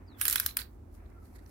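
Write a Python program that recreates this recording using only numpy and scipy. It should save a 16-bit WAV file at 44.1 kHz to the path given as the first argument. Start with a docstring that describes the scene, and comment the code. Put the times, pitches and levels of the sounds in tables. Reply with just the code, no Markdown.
"""Utility knife in a small room

A thumb pushes out the blade of a utility knife close to the microphone, in a small room with a low rumble.
Faint rubs and a squeak come first. Then the slider's steel spring snaps over the notches: noise bursts and a
short sine knock the plastic handle, rough decaying tones ring the blade, and grainy noise is its scraping.
Ticks run among the snaps; more rubs, ticks and a squeak follow as the fingers shift their grip.
Low noise and two hum tones lie behind."""
import sys
import numpy as np
from scipy import signal
from scipy.fft import rfft, irfft, next_fast_len
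from scipy.io import wavfile
from scipy.ndimage import map_coordinates

SR = 44100
rng = np.random.default_rng(int(sys.argv[2]) if len(sys.argv) > 2 else 0)


def unload_audio(sound):
    """Save the sound as a 16-bit wav file, at the path given as the first command line argument."""
    columns = np.transpose(np.atleast_2d(sound))
    # keep every value between -1 and 1, then stretch to whole-number steps
    steps = np.round(np.clip(columns, -1, 1) * 32767)
    wavfile.write(sys.argv[1], SR, steps.astype(np.int16))


N = 66150  # samples, 1.5 s

# Spring snaps: (time [s], spring pitch [Hz], spring level [dB], slider level [dB], track level [dB],
# handle level [dB], blade ring level [dB], left over right [dB])
SNAPS = [(0.2134, 11250, -23, -29.5, -32.5, -26, -36, -1.5),
         (0.2538, 11850, -22, -33, -31.5, -28.5, -38.5, -1.5),
         (0.281, 12100, -19, -23.5, -30, -32, -41.5, -3),
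         (0.2985, 12050, -22.5, -31.5, -34, -36.5, -49, 1.5),
         (0.3103, 12300, -25, -35, -34.5, -38.5, -48, 1),
         (0.3271, 13700, -22.5, -31.5, -29.5, -37.5, -41, -4.5),
         (0.3583, 15000, -20, -28.5, -28, -22, -40.5, -5),
         (.3994, 12450, -20, -31.5, -30, -28.5, -44.5, 0.5),
         (0.4623, 12350, -19, -35, -27.5, -33, -52, 0.5), (0.5699, 12500, -19, -36.5, -32, -28, -44.5, 2)]
# Colours of the struck parts close to the microphone: (frequency [Hz], relative level [dB])
SPRING_COLOUR = [(3000, -52.5), (7000, -28), (8500, -10), (10000, -3.5), (11400, -1.5), (12300, 3.5),
                 (13600, 0.5), (15300, -1.5), (16000, -11), (17000, -29.5)]
SLIDER_COLOUR = [(4000, -36), (6400, -7), (7300, 0.5), (8100, -1.5), (9000, -0.5), (9900, -4.5),
                 (11500, -24), (16000, -40.5)]
TRACK_COLOUR = [(2000, -39), (3200, -10.5), (3900, -2), (4500, -2), (5300, -0.5), (6200, -5), (7500, -16.5),
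                (14000, -35.5)]
HANDLE_COLOUR = [(200, -28), (700, -28.5), (1000, -12.5), (1300, -2.5), (1650, 4.5), (2050, -4),
                 (2500, -4.5), (2900, -9), (3300, -3), (3900, -15), (6000, -44)]
SPRING_T60, TRACK_T60, HANDLE_T60 = 0.0064, 0.009, 0.0045  # s, for 60 dB of decay
TWANG_DB = -5  # beside the spring's noise burst
BODY_PAN_DB = -7.5  # left over right
CATCH_LEAD_S = 0.0044  # the spring rides up the tooth before it lets go


def ratchet():
    """Every notch sounds the spring, the slider, the steel track, the handle and the blade."""
    out = np.zeros((2, N))
    for s, spring_hz, spring_db, slider_db, track_db, handle_db, ring_db, pan_db in SNAPS:
        spring = contact(SPRING_COLOUR, SPRING_T60) + amp(TWANG_DB) * twang(spring_hz)
        body = amp(slider_db) * contact(SLIDER_COLOUR, TRACK_T60)
        body = body + amp(track_db) * contact(TRACK_COLOUR, TRACK_T60)
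        body = body + amp(handle_db) * contact(HANDLE_COLOUR, HANDLE_T60)
        struck = pan(pan_db) * amp(spring_db) * spring + pan(BODY_PAN_DB) * body
        add(out, s - CATCH_LEAD_S, room(struck))
        add(out, s, amp(ring_db) * blade(s))
    return out


CATCH_S, CATCH_DB = 0.00097, -6.5  # the catch's build-up time constant and peak
RATTLE_DB, RATTLE_T60 = -12, 0.04  # beside the burst; s
SHARED = 0.31  # share of each contact's power that is alike on both sides


def contact(colour, t60):
    """A catch, a sharp burst of chatter and a weak rattle, with the energy of 2 ms at rms 1."""
    t = np.arange(SR // 10) / SR - CATCH_LEAD_S
    catch = amp(CATCH_DB) * np.exp(-abs(t) / CATCH_S)
    burst = fade(t, t60) + amp(RATTLE_DB) * fade(t, RATTLE_T60)
    shape = np.where(t < 0, catch, burst)
    chatter = rng.choice([-1, 1], (3, len(t)))  # one shared row, then left and right
    sides = np.sqrt(SHARED) * chatter[0] + np.sqrt(1 - SHARED) * chatter[1:]
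    x = coloured(shape * sides, colour)
    return x / np.linalg.norm(x, axis=1, keepdims=True) * np.sqrt(0.002 * SR)


TWANG_T60 = 0.0092  # s


def twang(hz):
    """The spring's own very short high note, a decaying sine."""
    t = np.maximum(np.arange(SR // 10) / SR - CATCH_LEAD_S, 0)
    return 2 * fade(t, TWANG_T60) * np.sin(2 * np.pi * hz * t)


# Modes of the blade: (frequency [Hz], relative level [dB], decay time at the first snap [s])
BLADE_MODES = [(3860, -17, 0.14), (7100, -11, 0.05), (8940, 5, .26), (9520, -2.5, .14), (11125, 4.5, .22),
               (11200, 1.5, 0.51), (11880, -2.5, 0.14), (12860, 3.5, 0.21), (12900, -1.5, 0.13),
               (15360, -8.5, .2)]
RING_ROUGH, RING_ROUGH_RATE = 1.1, 260  # rattle beside the steady tone; random knots per second
RING_RISE_S, RING_DAMPING_S = 0.0015, 0.5  # swell of the ring; shortening as the blade comes out


def blade(s):
    """The blade's thin ring, roughened by rattling in its track and shorter the further it has slid out."""
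    t = np.arange(SR // 10) / SR
    life = np.exp(-(s - SNAPS[0][0]) / RING_DAMPING_S)
    ring = 0
    for hz, db, t60 in BLADE_MODES:
        # complex, so that both strength and phase waver
        rattle = np.array([wobble(RING_ROUGH_RATE, len(t)) + 1j * wobble(RING_ROUGH_RATE, len(t))
                           for _ in range(2)])
        carrier = np.exp(2j * np.pi * (hz * t + rng.random((2, 1))))
        tone = ((1 + RING_ROUGH * rattle) * carrier).real
        ring = ring + amp(db) * fade(t, t60 * life) * unit(tone) / np.sqrt(2)
    swell = 1 - np.exp(-t / RING_RISE_S)
    ending = np.cos(np.pi / 2 * t / t[-1]) ** 2
    return ring * swell * ending


# Blade sliding in its track: (time [s], level [dB])
SCRAPE = [(.175, -72), (.19, -52.5), (.21, -44.5), (.24, -43), (.33, -37.5), (.38, -50), (.42, -53.5),
          (.47, -44.5), (.53, -72), (.56, -63.5), (.61, -42), (.66, -77)]
# Colour of steel sliding on steel, also heard in the grit: (frequency [Hz], relative level [dB])
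SCRAPE_COLOUR = [(500, -33), (1500, 2), (2500, 0.5), (4200, -2), (7000, -4), (12000, 1), (15500, 1),
                 (17000, -28.5)]
SCRAPE_PAN_DB, SCRAPE_GRAIN_DB = -20, 1.5  # left over right; depth of the level grain
GRIT_DB = 4  # beside the smooth friction


def scrape():
    """The blade scrapes in its track: sliding noise mixed with small steel catches."""
    sliding = friction(SCRAPE_COLOUR, SCRAPE_GRAIN_DB) + amp(GRIT_DB) * grit()
    return amp(curve(SCRAPE)) * pan(SCRAPE_PAN_DB) * unit(sliding)


GRIT_PER_S, GRIT_SPREAD_DB = 190, 3  # average catches per second; random spread of their levels


def grit():
    """Tiny random catches of steel on steel, rms 1."""
    slips = (rng.random(N) < GRIT_PER_S / SR) * amp(GRIT_SPREAD_DB * rng.standard_normal(N))
    catches = signal.fftconvolve(slips[None], contact(SCRAPE_COLOUR, t60=0.002), axes=1)
    return unit(catches[:, :N])


# Short scuffs of the slider and fingers: (time [s], resonance [Hz], level [dB], decay constant each side [s])
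TICKS = [(0.175, 12280, -70, 0.0021), (.229, 4000, -40.5, .002), (.265, 3200, -37, .003),
         (.271, 1620, -41.5, .003), (.285, 7410, -31.5, 0.0023), (.337, 4136, -40, 0.0024),
         (.344, 1600, -43, 0.0022), (.376, 5730, -40.5, .003), (.382, 3990, -35, 0.0035),
         (.433, 2200, -45, .003), (.491, 4300, -43, 0.0026), (0.511, 4200, -48, .002),
         (0.591, 4520, -36, .003), (0.598, 1900, -41.5, .003), (0.618, 4630, -40, 0.0016),
         (1.06, 4144, -74.5, 0.0071), (1.102, 1920, -68, .002), (1.257, 4400, -71.5, 0.0032),
         (1.362, 2120, -60, 0.0075), (1.391, 1960, -63.5, 0.0059), (1.463, 6000, -59, 0.0013)]
# Colour of a scuff: (frequency [Hz], relative level [dB])
TICK_COLOUR = [(600, -30), (1300, -5.5), (1900, -3.5), (3000, -9), (4400, -2), (6000, -11), (12000, -6.5),
               (16000, -20)]
TICK_PAN_DB = -8.5  # left over right
TICK_RING_DB, TICK_RING_T60 = -0.5, 0.008  # beside the plain rasp; s


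def ticks():
    """Brief rasps that swell and fade, each exciting one resonance of the knife."""
    out = np.zeros((2, N))
    t = np.arange(SR // 10) / SR
    middle = t[-1] / 2
    for s, hz, db, length in TICKS:
        shape = np.exp(-abs(t - middle) / length)
        rasp = rng.choice([-1, 1], (2, len(t))) * shape
        resonance = fade(t, TICK_RING_T60) * np.sin(2 * np.pi * hz * t)
        ring = signal.fftconvolve(rasp, resonance[None], axes=1)[:, :len(t)]
        scuff = unit(unit(coloured(rasp, TICK_COLOUR)) + amp(TICK_RING_DB) * unit(ring))
        scuff = scuff * np.sqrt(np.mean(shape))  # a longer scuff carries more energy
        add(out, s - middle, room(amp(db) * pan(TICK_PAN_DB) * scuff))
    return out


# Fingers on the handle, before the overall lift: (time [s], level [dB])
RUB = [(.68, -79), (.76, -81), (.82, -109), (.88, -94), (.95, -66.5), (1.01, -84), (1.19, -83),
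       (1.255, -69), (1.32, -76.5), (1.362, -65.5), (1.385, -80), (1.45, -76.5), (1.5, -64.5)]
# Colour of the finger rubs: (frequency [Hz], relative level [dB])
RUB_COLOUR = [(500, -11), (1300, 5), (2100, 0), (3000, -8), (4500, 1.5), (7000, 0), (12000, 6),
              (15500, 1.5), (16500, -31)]
RUB_LIFT_DB, RUB_GRAIN_DB = 1, 2  # overall lift; depth of the level grain
# The thumb settles on the slider: (time [s], level [dB])
GRIP = [(0, -65.5), (.06, -69.5), (.12, -65.5), (.17, -63), (.2, -66)]
# Palm on the handle: (time [s], level [dB])
PALM = [(.92, -103), (.975, -67.5), (1.03, -66), (1.08, -72), (1.11, -67.5), (1.15, -70), (1.3, -74.5),
        (1.36, -66.5), (1.41, -69.5), (1.5, -70.5)]
# Duller colour of thumb and palm: (frequency [Hz], relative level [dB])
PALM_COLOUR = [(300, -7.5), (600, 2.5), (1200, 2), (2100, -2), (2600, -7.5), (3200, -22.5), (8000, -39)]


def skin_rubs():
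    """Skin on the knife: the thumb rubs at first, fingers and palm after the snaps, all as sliding noise."""
    fingers = amp(curve(RUB) + RUB_LIFT_DB) * friction(RUB_COLOUR, RUB_GRAIN_DB)
    thumb_and_palm = (amp(curve(GRIP)) + amp(curve(PALM))) * friction(PALM_COLOUR, grain_db=3.0)
    return fingers + thumb_and_palm


def friction(colour, grain_db):
    """Sliding noise of rms 1 whose level varies in fine random grain."""
    return unit(coloured(rng.standard_normal((2, N)) * amp(grain_db * wobble(500)), colour))


# Soft bumps of the hands: (time [s], pitch [Hz], level [dB])
BUMPS = [(0.198, 78, -41.5), (0.829, 76, -42), (.86, 65.2, -62)]
BUMP_S = 0.0084  # time from the peak to 1/e


def bumps():
    """Dull swells of a few low cycles as the hands shift."""
    out = 0
    for s, hz, db in BUMPS:
        t = np.arange(N) / SR - s
        out = out + amp(db) * np.exp(-(t / BUMP_S) ** 2) * np.sin(2 * np.pi * hz * t)
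    return out


# Faint squeaks: (start time [s], length [s], first pitch [Hz], last pitch [Hz], level [dB])
SQUEAKS = [(0.056, 0.14, 5440, 3300, -69), (1.122, .15, 1420, 1304, -67)]
SQUEAK_WAVER, SQUEAK_FLUTTER_DB = 0.03, 4  # random pitch share; random level depth


def squeaks():
    """Faint, broken whistles: sines that fall and level off, wavering in pitch and level."""
    out = np.zeros((2, N))
    for s, length, first_hz, last_hz, db in SQUEAKS:
        u = np.linspace(0, 1, int(length * SR))
        glide = last_hz + (first_hz - last_hz) * (1 - u) ** 2
        waver = np.array([wobble(907), wobble(867)])[:, :len(u)]
        hz = glide * (1 + SQUEAK_WAVER * waver)
        level = amp(db + SQUEAK_FLUTTER_DB * wobble(150)[:len(u)]) * signal.windows.tukey(len(u), 0.5)
        add(out, s, level * np.sin(2 * np.pi * np.cumsum(hz, axis=1) / SR))
    return out


# Colour of the room's rumble: (frequency [Hz], relative level [dB])
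RUMBLE_COLOUR = [(20, -45.5), (31, -23), (42, -1), (52, -1), (92, -5), (120, -16), (155, -23.5), (200, -16),
                 (263, -14.5), (356, -17.5), (500, -26.5), (730, -28.5), (1400, -36.5), (2400, -43),
                 (3100, -49), (7000, -46.5), (16000, -46.5)]
# Further cut towards its hiss: (frequency [Hz], change [dB])
HISS_CUT = [(1000, -1.5), (3000, -6.5), (8000, -10)]
# Likeness of the two channels: (frequency [Hz], correlation [0 to 1])
ALIKE = [(60, .97), (125, 1), (250, 0.67), (500, .1), (4000, 0.05)]
# Balance of the rumble: (frequency [Hz], left over right [dB])
FLOOR_PAN = [(50, 0.5), (130, -2.5), (300, -4), (1000, -4)]
# Hum tones: (frequency [Hz], level [dB])
HUM = [(52, -60.5), (81, -59.5)]
RUMBLE_DB = -50.5  # rms of the noise


def rumble():
    """Room rumble from filtered noise, alike in both channels in the bass, with two wavering hum tones."""
    def mid_side(hz):
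        turn = np.arccos(np.clip(along(ALIKE, hz), -1, 1)) / 2
        level = amp(along(RUMBLE_COLOUR, hz) + along(HISS_CUT, hz))
        return level * [np.cos(turn), np.sin(turn)]

    def balance(hz):
        return amp(np.outer([1, -1], along(FLOOR_PAN, hz)) / 2)

    mid, side = filtered(rng.standard_normal((2, N)), mid_side)
    air = unit(filtered(np.array([mid + side, mid - side]), balance))
    t = np.arange(N) / SR
    hum = 0
    for hz, db in HUM:
        level = amp(db + wobble(9))
        hum = hum + level * np.sin(2 * np.pi * hz * t + 2.1 * wobble(7.7))
    return amp(RUMBLE_DB) * air + hum


# Decay of the small room: (frequency [Hz], decay time [s])
ROOM_T60 = [(500, 0.33), (1600, 0.23), (4000, 0.13), (12000, 0.11), (16000, 0.39)]
# Energy of the room's answer beside the direct sound: (frequency [Hz], level [dB])
ROOM_GAIN = [(800, -1.5), (1600, -12.5), (4000, -9), (8000, -10), (12000, -12.5), (16000, -21)]
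ROOM_BUILD_S, ROOM_HOLD_S = 0.0018, 0.036  # the answer builds up, then holds until its decay starts


def room(x):
    """The direct sound and the room's short answer, shaped from new noise each time."""
    hz, t, z = signal.stft(rng.standard_normal((2, SR // 3)), SR, nperseg=256)
    decay = fade(t - ROOM_HOLD_S, along(ROOM_T60, hz)[:, None])
    tail = signal.istft(z * decay, SR)[1]
    size = tail.shape[1]
    build = 1 - np.exp(-(np.arange(size) / SR / ROOM_BUILD_S) ** 2)
    tail = unit(tail * build) / np.sqrt(size)
    tail = filtered(tail, lambda f: amp(along(ROOM_GAIN, f)))
    tail[:, 0] += 1  # the direct sound
    return signal.fftconvolve(x, tail, axes=1)


def amp(db):
    """Decibels to amplitude."""
    return 10 ** (np.asarray(db) / 20)


def unit(x):
    """x scaled to rms 1."""
    return x / np.sqrt(np.mean(x ** 2) + 1e-20)


def along(points, hz):
    """Values between (Hz, value) points on a log frequency axis."""
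    f, v = np.transpose(points)
    return np.interp(np.log(hz + 1), np.log(f + 1), v)


def curve(rows):
    """One level in dB per sample, falling at 600 dB per second outside the rows."""
    s, db = np.transpose(rows)
    t = np.arange(N) / SR
    outside = abs(t - np.clip(t, s[0], s[-1]))
    return np.interp(t, s, db) - 600 * outside


def wobble(rate, size=N):
    """A smooth random curve, rate knots a second."""
    return map_coordinates(rng.standard_normal(size // 8), [np.arange(size) * rate / SR], mode="wrap")


def pan(db):
    """Left and right gains of constant total power, left over right in dB."""
    return unit(amp(np.array([[db], [-db]]) / 2))


def fade(t, t60):
    """Exponential decay by 60 dB in t60 seconds, level 1 before time zero."""
    return np.exp(-np.log(1000) * np.maximum(t, 0) / t60)


def filtered(x, response):
    """x times a response of frequency."""
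    n = x.shape[-1]
    m = next_fast_len(n + SR // 10)
    return irfft(rfft(x, m) * response(np.fft.rfftfreq(m, 1 / SR)), m)[..., :n]


def coloured(x, colour):
    """x through a causal minimum-phase filter of the given colour."""
    n = 2 ** 10
    cepstrum = irfft(np.log(amp(along(colour, np.fft.rfftfreq(n, 1 / SR)))))
    cepstrum[1:n // 2] *= 2  # fold onto positive time
    cepstrum[n // 2:] = 0
    impulse = irfft(np.exp(rfft(cepstrum)))
    return signal.fftconvolve(x, impulse[None], axes=1)[:, :x.shape[1]]


def add(out, s, x):
    """Mix x into out at time s."""
    i = max(round(s * SR), 0)
    out[:, i:i + x.shape[1]] += x[:, :max(N - i, 0)]


def scene():
    """The ratchet close by, the scrape and handling sounds, and the room's rumble behind."""
    return ratchet() + scrape() + ticks() + skin_rubs() + bumps() + squeaks() + rumble()


TOP_HZ = 16600


def record(dry):
    """The recorder cuts steeply above its band limit."""
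    return filtered(dry, lambda hz: 1 / (1 + (hz / TOP_HZ) ** 120))


dry = scene()
out = record(dry)
unload_audio(out)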